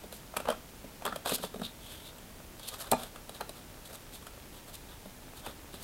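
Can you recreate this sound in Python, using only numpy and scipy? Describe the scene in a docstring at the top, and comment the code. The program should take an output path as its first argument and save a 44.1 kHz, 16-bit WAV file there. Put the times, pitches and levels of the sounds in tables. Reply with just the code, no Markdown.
"""Stiff clear plastic pouches are handled in a ring binder on a desk, in a small quiet room with mic hiss.
For the first second and a half the sheets are turned over: they slap and tick against each other in two
flurries while the stack bumps softly. Then they slide with a hiss. Near three seconds an edge snaps free
and the binder knocks on the desk. After that the pouches are pinched and fingered in short, quiet strokes."""
import sys
import numpy as np
from scipy import signal
from scipy.fft import rfft, irfft
from scipy.io import wavfile

SR = 44100
rng = np.random.default_rng(int(sys.argv[2]) if len(sys.argv) > 2 else 0)


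def pcm_store(signal):
    """Save signal as 16-bit PCM."""
    levels = np.round(np.clip(np.atleast_2d(signal), -1, 1) * 32767)
    wavfile.write(sys.argv[1], SR, levels.astype(np.int16).T)


N = 257230

# Room rumble and microphone hiss. Each row: frequency in Hz, relative level in dB.
FLOOR_SPECTRUM = [(12, -42), (20, 6.5), (162, -3), (192, -4), (233, -2.5), (292, -5), (570, -9.5),
                  (819, -11.5), (891, -10), (1050, -14.5), (1250, -15.5), (1740, -16), (3910, -19),
                  (4370, -20), (15800, -22)]
# The room's decay. Each row: frequency in Hz, time to fall 60 dB in seconds.
ROOM_DECAY = [(100, 0.57), (500, 0.18), (2000, 0.3), (6000, 0.23), (15000, 0.035)]

# Tone colours of the parts that sound. Each row: frequency in Hz, relative level in dB.
STACK_EQ = [(50, -30.5), (120, -11.5), (190, 3), (260, -0.5), (330, -13), (430, 0), (600, -24), (1500, -51)]  # low thump of the whole stack
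PANEL_EQ = [(150, -32), (330, -7.5), (440, 2), (620, 6), (800, -1), (1000, -1.5), (1250, 1), (1680, -3.5),
            (2050, -10), (2600, -24), (5000, -39)]  # midrange flap of a pouch's face
EDGE_EQ = [(1200, -37.5), (2100, -9), (2500, 4), (2800, 1.5), (3150, 4), (4050, -1), (4700, -1),
           (5500, -6.5), (8000, -14.5)]  # bright clack of its stiff edge
FILM_EQ = [(3000, -58), (5500, -7.5), (6600, -4), (7300, -3), (8200, -0.5), (9800, 2), (11000, 0.5),
           (12500, 2.5), (13800, -3), (15500, -22)]  # crisp top of the snapping film
SLIDE_EQ = [(1500, -16), (2800, -1.5), (4600, 1.5), (5600, -4), (7400, -0.5), (8600, 3), (10400, 0),
            (12200, 3.5), (13600, -5), (15500, -12)]  # airy hiss of sliding plastic
DESK_EQ = [(30, -16), (65, 1), (130, -8.5), (240, 3), (330, -12), (430, 2.5), (850, 4.5), (1100, -10),
           (1750, -15), (2100, -16), (2500, -16), (5000, -27)]  # dull thud of the binder on the desk

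# The whole stack is set down or pressed. Each row: time in seconds, thump level in dB.
STACK_BUMPS = [(0.038, -44), (0.843, -46), (1.087, -39.5), (1.096, -47), (1.319, -32), (1.398, -46),
               (1.4425, -38.5), (1.542, -40), (1.56, -42), (1.597, -40.5), (1.617, -36), (2.9179, -31),
               (5.057, -45.5), (5.471, -44), (5.741, -45.5)]
# Plastic slides on plastic or skin. Each row: crest time in seconds, length in seconds, level in dB,
# grip from 0 to 1, pressure on the panel from 0 to 1.
STROKES = [(0.153, .1, -61.5, 0.02, 0.2), (1.282, 0.076, -38.5, 0.51, 0.68),
           (1.322, 0.068, -40.5, 0.58, 0.68), (1.347, .036, -38.5, 0.08, .02), (1.355, .028, -47, 0.8, 0.6),
           (1.441, 0.087, -46.5, .5, 0.4), (1.652, 0.069, -45.5, 0.79, 0.24), (1.92, .29, -53, .62, 0.4),
           (2.068, .085, -51, 0.68, .25), (2.66, .17, -52, 0.64, 0.4), (2.686, .034, -42.5, 0.42, 0),
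           (2.741, 0.092, -51, 0.5, 0.8), (2.811, 0.068, -45.5, 0.38, 0.63), (2.87, .056, -54, 0.53, .95),
           (3.019, 0.16, -52, 0.5, 0.81), (3.353, 0.071, -55, 0.57, 0.6), (3.573, 0.073, -56.5, .5, 0.85),
           (3.864, 0.045, -54.5, 0.4, .4), (3.91, .05, -57.5, 0.46, 1), (3.948, .065, -54, 0.33, 0.74),
           (4.15, .064, -52, 0.43, 0), (4.563, 0.12, -61, 0.53, 0.66), (4.691, 0.042, -56.5, .3, 0.88),
           (4.747, .043, -50, 0.39, .1), (4.91, .11, -60.5, 0.74, 0.84), (5.382, .08, -54.5, 0.47, .55),
           (5.475, .12, -52.5, 0.63, 0.93), (5.75, .07, -54.5, 0.62, .5), (5.82, .08, -56, 0.35, .5)]
# The binder hits the desk. Each row: start in seconds, ring level in dB, thud level in dB,
# contact time in seconds.
DESK_KNOCKS = [(2.9209, -28.5, -25, 0.00051), (2.9309, -23.5, -26, 0.00029)]
# Binder and desk ring together. Each row: frequency in Hz, relative level in dB,
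# time to fall 60 dB in seconds.
BINDER_MODES = [(170, -9, 0.13), (209, -13, 0.11), (260, -5, 0.079), (436, 2, 0.074), (641, 1, 0.1),
                (800, -3, 0.023), (850, 0, 0.05), (897, 5.5, 0.037), (1180, 4, 0.029), (1290, -14, .04),
                (1660, -4, 0.043), (1800, -12, 0.049), (2437, -2.5, 0.043)]
# A free pouch slaps or buckles. Each row: time in seconds, flap level in dB, hardness from 0 to 1,
# panel pitch in Hz, edge pitch in Hz.
POUCH_SLAPS = [(0.126, -47.5, 0.69, 640, 3920), (0.3395, -43, 0, 1030, 2400), (0.3655, -37, .42, 960, 2570),
               (0.3692, -34.5, 0.71, 885, 2490), (0.402, -39, 0.47, 714, 2600),
               (0.4552, -39, .25, 640, 2600), (0.474, -38, 0, 985, 3000), (0.4863, -25, 0.13, 590, 3140),
               (0.5024, -30, 0.42, 570, 3220), (0.515, -39.5, 0.32, 790, 3120),
               (0.524, -39, 0.28, 1050, 2500), (1.022, -42.5, 0.25, 840, 2400),
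               (1.0529, -33.5, 0.57, 920, 3300), (1.0636, -33, 0.45, 1200, 3540),
               (1.076, -33, 0.1, 1290, 4300), (1.125, -35, 0.02, 1380, 3500),
               (1.16, -37.5, 0.53, 734, 3220), (1.2591, -32.5, .45, 730, 3870),
               (1.294, -40, 0.78, 1070, 2500), (1.3837, -47.5, 0.64, 1370, 3700),
               (1.4372, -35, 0.2, 840, 3530), (2.184, -54, .66, 690, 3240), (2.596, -51, 0.68, 735, 4500),
               (2.843, -49.5, 0.55, 1160, 3500), (2.9154, -37.5, 1, 760, 4090),
               (3.034, -46.5, 0.72, 760, 3620), (3.16, -46.5, 0.48, 714, 2680),
               (3.294, -44, 0.59, 654, 3900), (3.409, -34.5, 0.41, 870, 4020),
               (3.4934, -43, 0.63, 615, 3920), (4.225, -53.5, .55, 1090, 3200),
               (4.268, -47, .6, 1300, 2880), (5.463, -40.5, 0.52, 880, 2600),
               (5.741, -45.5, 0.52, 580, 3760)]

HIT_TIME = np.arange(8192) / SR  # time axis of one hit, in seconds
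LEAD_IN_SAMPLES = SR // 125  # 8 ms of swelling noise ahead of a hit
EDGE_RING_HZ, EDGE_WIDTH_HZ = 3713, 1470  # the edge's typical pitch, and its bandwidth with no grip


def amp(db):
    """Decibels to gain."""
    return 10 ** (np.asarray(db) / 20)


def unit_rms(x):
    """Scales to rms 1."""
    return x / np.sqrt(np.mean(x ** 2) + 1e-20)


def unit_hit(x):
    """Scales a short sound to the energy of 10 ms at rms 1."""
    return x / np.sqrt(np.sum(x ** 2) / (SR / 100) + 1e-20)


def curve_at(points, hz):
    """Reads a table on a log-frequency axis."""
    freqs, values = np.transpose(points)
    return np.interp(np.log(hz + 1), np.log(freqs + 1), values)


def add(mix, start, sound):
    """Mixes a sound in at a start time in seconds."""
    part = mix[max(round(start * SR), 0):][:len(sound)]
    part += sound[:len(part)]


def colour(x, eq):
    """Minimum-phase EQ: it rings after a click, never before."""
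    log_gain = curve_at(eq, abs(np.fft.fftfreq(2048, 1 / SR))) * np.log(10) / 20
    response = np.fft.ifft(np.exp(np.conj(signal.hilbert(log_gain)))).real
    return signal.fftconvolve(x, response)[:len(x)]


def resonate(x, hz, width_hz):
    """One band-pass resonance."""
    r = np.exp(-np.pi * width_hz / SR)
    return signal.lfilter([1, 0, -1], [1, -2 * r * np.cos(2 * np.pi * hz / SR), r * r], x)


def pitched(x, hz, width_hz, ring):
    """Gives a hit a pitch by blending in one resonance."""
    return unit_hit(unit_hit(x) + ring * unit_hit(resonate(x, hz, width_hz)))


def noise_floor():
    """The bed: steady room rumble and microphone hiss."""
    gain = amp(curve_at(FLOOR_SPECTRUM, np.fft.rfftfreq(N, 1 / SR)))
    return amp(-50) * unit_rms(irfft(rfft(rng.standard_normal(N)) * gain, N))


def room_reverb(x):
    """The small room answers with a short diffuse tail whose top dies first."""
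    t = np.arange(SR // 2) / SR
    hz, frame_times, spectra = signal.stft(rng.standard_normal(len(t)), SR, nperseg=256)
    decay = amp(-60 * frame_times / curve_at(ROOM_DECAY, hz)[:, None])
    tail = signal.istft(spectra * decay, SR, nperseg=256)[1][:len(t)]
    tail *= np.clip((t - 0.003) / 0.014, 0, 1)  # pre-delay, then fade-in
    return signal.fftconvolve(x, tail / np.linalg.norm(tail))[:N]


def slips(size, per_s, spread_db):
    """Friction: a train of tiny slips of uneven strength."""
    strength = amp(spread_db * np.minimum(rng.exponential(1, size), 4))
    return strength * rng.choice([-1, 1], size) * (rng.random(size) < per_s / SR)


def fingering():
    """Held sheets never rest: faint scattered ticks and soft pats."""
    ticks = slips(N, per_s=110, spread_db=2)
    pats = slips(N, per_s=45, spread_db=4)
    panel = unit_rms(colour(ticks + pats, PANEL_EQ))
    edge = unit_rms(colour(ticks, EDGE_EQ))
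    return amp(-65) * panel + amp(-68) * edge


def contact(t60, rattle):
    """A sudden push followed by a dying rattle of the sheet."""
    chatter = rng.standard_normal(len(HIT_TIME)) * amp(-60 * HIT_TIME / t60)
    return unit_hit(signal.unit_impulse(len(HIT_TIME))) + rattle * unit_hit(chatter)


def lead_in(hit, db):
    """A short swell of noise leads into each hit and softens its attack."""
    swell = np.linspace(0, 1, LEAD_IN_SAMPLES) ** 2 * rng.standard_normal(LEAD_IN_SAMPLES)
    return np.concatenate([amp(db) * unit_hit(swell), unit_hit(hit)])


def landing(thump_db, flap_db, clack_db, snap_db, panel_hz, edge_hz):
    """One hit in four layers: the stack thumps, the panel flaps, its edge clacks, the film snaps."""
    stack = colour(lead_in(contact(t60=0.12, rattle=1), db=-10.5), STACK_EQ)
    panel = colour(lead_in(contact(t60=0.032, rattle=3.7), db=-12.5), PANEL_EQ)
    edge = colour(lead_in(contact(t60=0.032, rattle=2.7), db=-14), EDGE_EQ)
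    # the film cracks within a millisecond or two, then buzzes
    crack = contact(t60=0.0047, rattle=3.5) + 0.58 * contact(t60=0.042, rattle=5.5)
    film = colour(lead_in(crack, db=-24), FILM_EQ)
    return (amp(thump_db) * unit_hit(stack)
            + amp(flap_db) * pitched(panel, panel_hz, width_hz=240, ring=1)
            + amp(clack_db) * pitched(edge, edge_hz, width_hz=150, ring=0.82)
            + amp(snap_db) * pitched(film, hz=8170, width_hz=1200, ring=0.36))


def stack_bumps():
    """The whole stack lands softly: mostly thump, with a little of the top pouch."""
    out = np.zeros(N)
    for time, db in STACK_BUMPS:
        bump = landing(thump_db=db, flap_db=db - 3, clack_db=db - 15, snap_db=db - 18,
                       panel_hz=570, edge_hz=EDGE_RING_HZ)
        add(out, time - LEAD_IN_SAMPLES / SR, bump)
    return out


def uneven_grip(size, per_s, depth_db):
    """The plastic catches and lets go: a gain that wanders at random."""
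    knots = rng.standard_normal(256)
    return amp(depth_db * np.interp(np.arange(size) / SR * per_s, np.arange(len(knots)), knots))


def rub(rise_s, fall_s, flutter_db, ring_db, hiss_db, ring_hz, width_hz):
    """One stroke swells and fades; its slips shake the panel, ring the stiff edge and hiss."""
    t = np.arange(-rise_s, fall_s, 1 / SR)
    swell = np.interp(t, [-rise_s, 0, fall_s], [0, 1, 0])
    speed = swell * uneven_grip(len(t), per_s=180, depth_db=2.35)
    flutter = colour(slips(len(t), per_s=1500, spread_db=2), PANEL_EQ)
    edge = colour(slips(len(t), per_s=2500, spread_db=0.5), EDGE_EQ)
    hiss = colour(slips(len(t), per_s=2000, spread_db=2), SLIDE_EQ)
    layers = (flutter_db, flutter), (ring_db, resonate(edge, ring_hz, width_hz)), (hiss_db, hiss)
    return speed * sum(amp(db) * unit_rms(layer) for db, layer in layers)


def sliding_strokes():
    """Pouches slide: grip trades hiss for a narrow edge ring, pressure shakes the panel."""
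    out = np.zeros(N)
    for crest, length, db, grip, pressure in STROKES:
        rise_s = 0.47 * length
        grip_db = 18 * (grip - 0.5)
        ring_hz = EDGE_RING_HZ * (0.095 / length) ** 0.089  # slower strokes ring lower
        width_hz = EDGE_WIDTH_HZ * np.exp(-1.6 * grip)  # grip tightens the ring towards a squeak
        stroke = rub(rise_s, length - rise_s, flutter_db=db - 14.5 + 22 * pressure, ring_db=db + grip_db,
                     hiss_db=db + 2.7 - grip_db, ring_hz=ring_hz, width_hz=width_hz)
        add(out, crest - rise_s, stroke)
    return out


def binder_knocks():
    """The binder lands in a quick double knock, thud plus ring; a shorter contact wakes higher modes."""
    out = np.zeros(N)
    attack = 1 - np.exp(-HIT_TIME / 0.0011)  # the padded cover gives way first
    for start, ring_db, thud_db, contact_s in DESK_KNOCKS:
        ring = np.zeros(len(HIT_TIME))
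        for hz, db, t60 in BINDER_MODES:
            envelope = amp(db - 60 * HIT_TIME / t60) / (1 + (hz * contact_s) ** 2)
            ring += envelope * np.sin(2 * np.pi * hz * HIT_TIME)
        thud = colour(contact(t60=0.032, rattle=4.8), DESK_EQ)
        add(out, start, amp(ring_db) * unit_hit(ring * attack) + amp(thud_db) * unit_hit(thud * attack))
    return out


def pouch_slaps():
    """Single pouches slap, barely moving the stack; harder contacts bring out the edge and the film."""
    out = np.zeros(N)
    rise_s = 0.015
    for time, db, hardness, panel_hz, edge_hz in POUCH_SLAPS:
        slap = landing(thump_db=db - 13, flap_db=db, clack_db=db - 18 + 22.5 * hardness,
                       snap_db=db - 28 + 39.5 * hardness, panel_hz=panel_hz, edge_hz=edge_hz)
        add(out, time - LEAD_IN_SAMPLES / SR, slap)
        # around each slap the pouch shivers against its neighbour
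        shiver = rub(rise_s, fall_s=0.04, flutter_db=db - 12.5, ring_db=db - 23, hiss_db=db - 31,
                     ring_hz=edge_hz, width_hz=EDGE_WIDTH_HZ)
        add(out, time - rise_s, shiver)
    return out


def scene():
    """The mono mix: the handled binder up close, a touch of room, the noise bed underneath."""
    binder = pouch_slaps() + stack_bumps() + sliding_strokes() + binder_knocks() + fingering()
    return (binder + amp(-16) * room_reverb(binder) + noise_floor())[None]


def record(dry):
    """The recorder's band limit: a steep low-pass at 15.9 kHz."""
    low_pass = signal.firwin(511, 15900, window=("kaiser", 9), fs=SR)
    return signal.oaconvolve(dry, low_pass[None], "same")


dry = scene()
out = record(dry)
pcm_store(out)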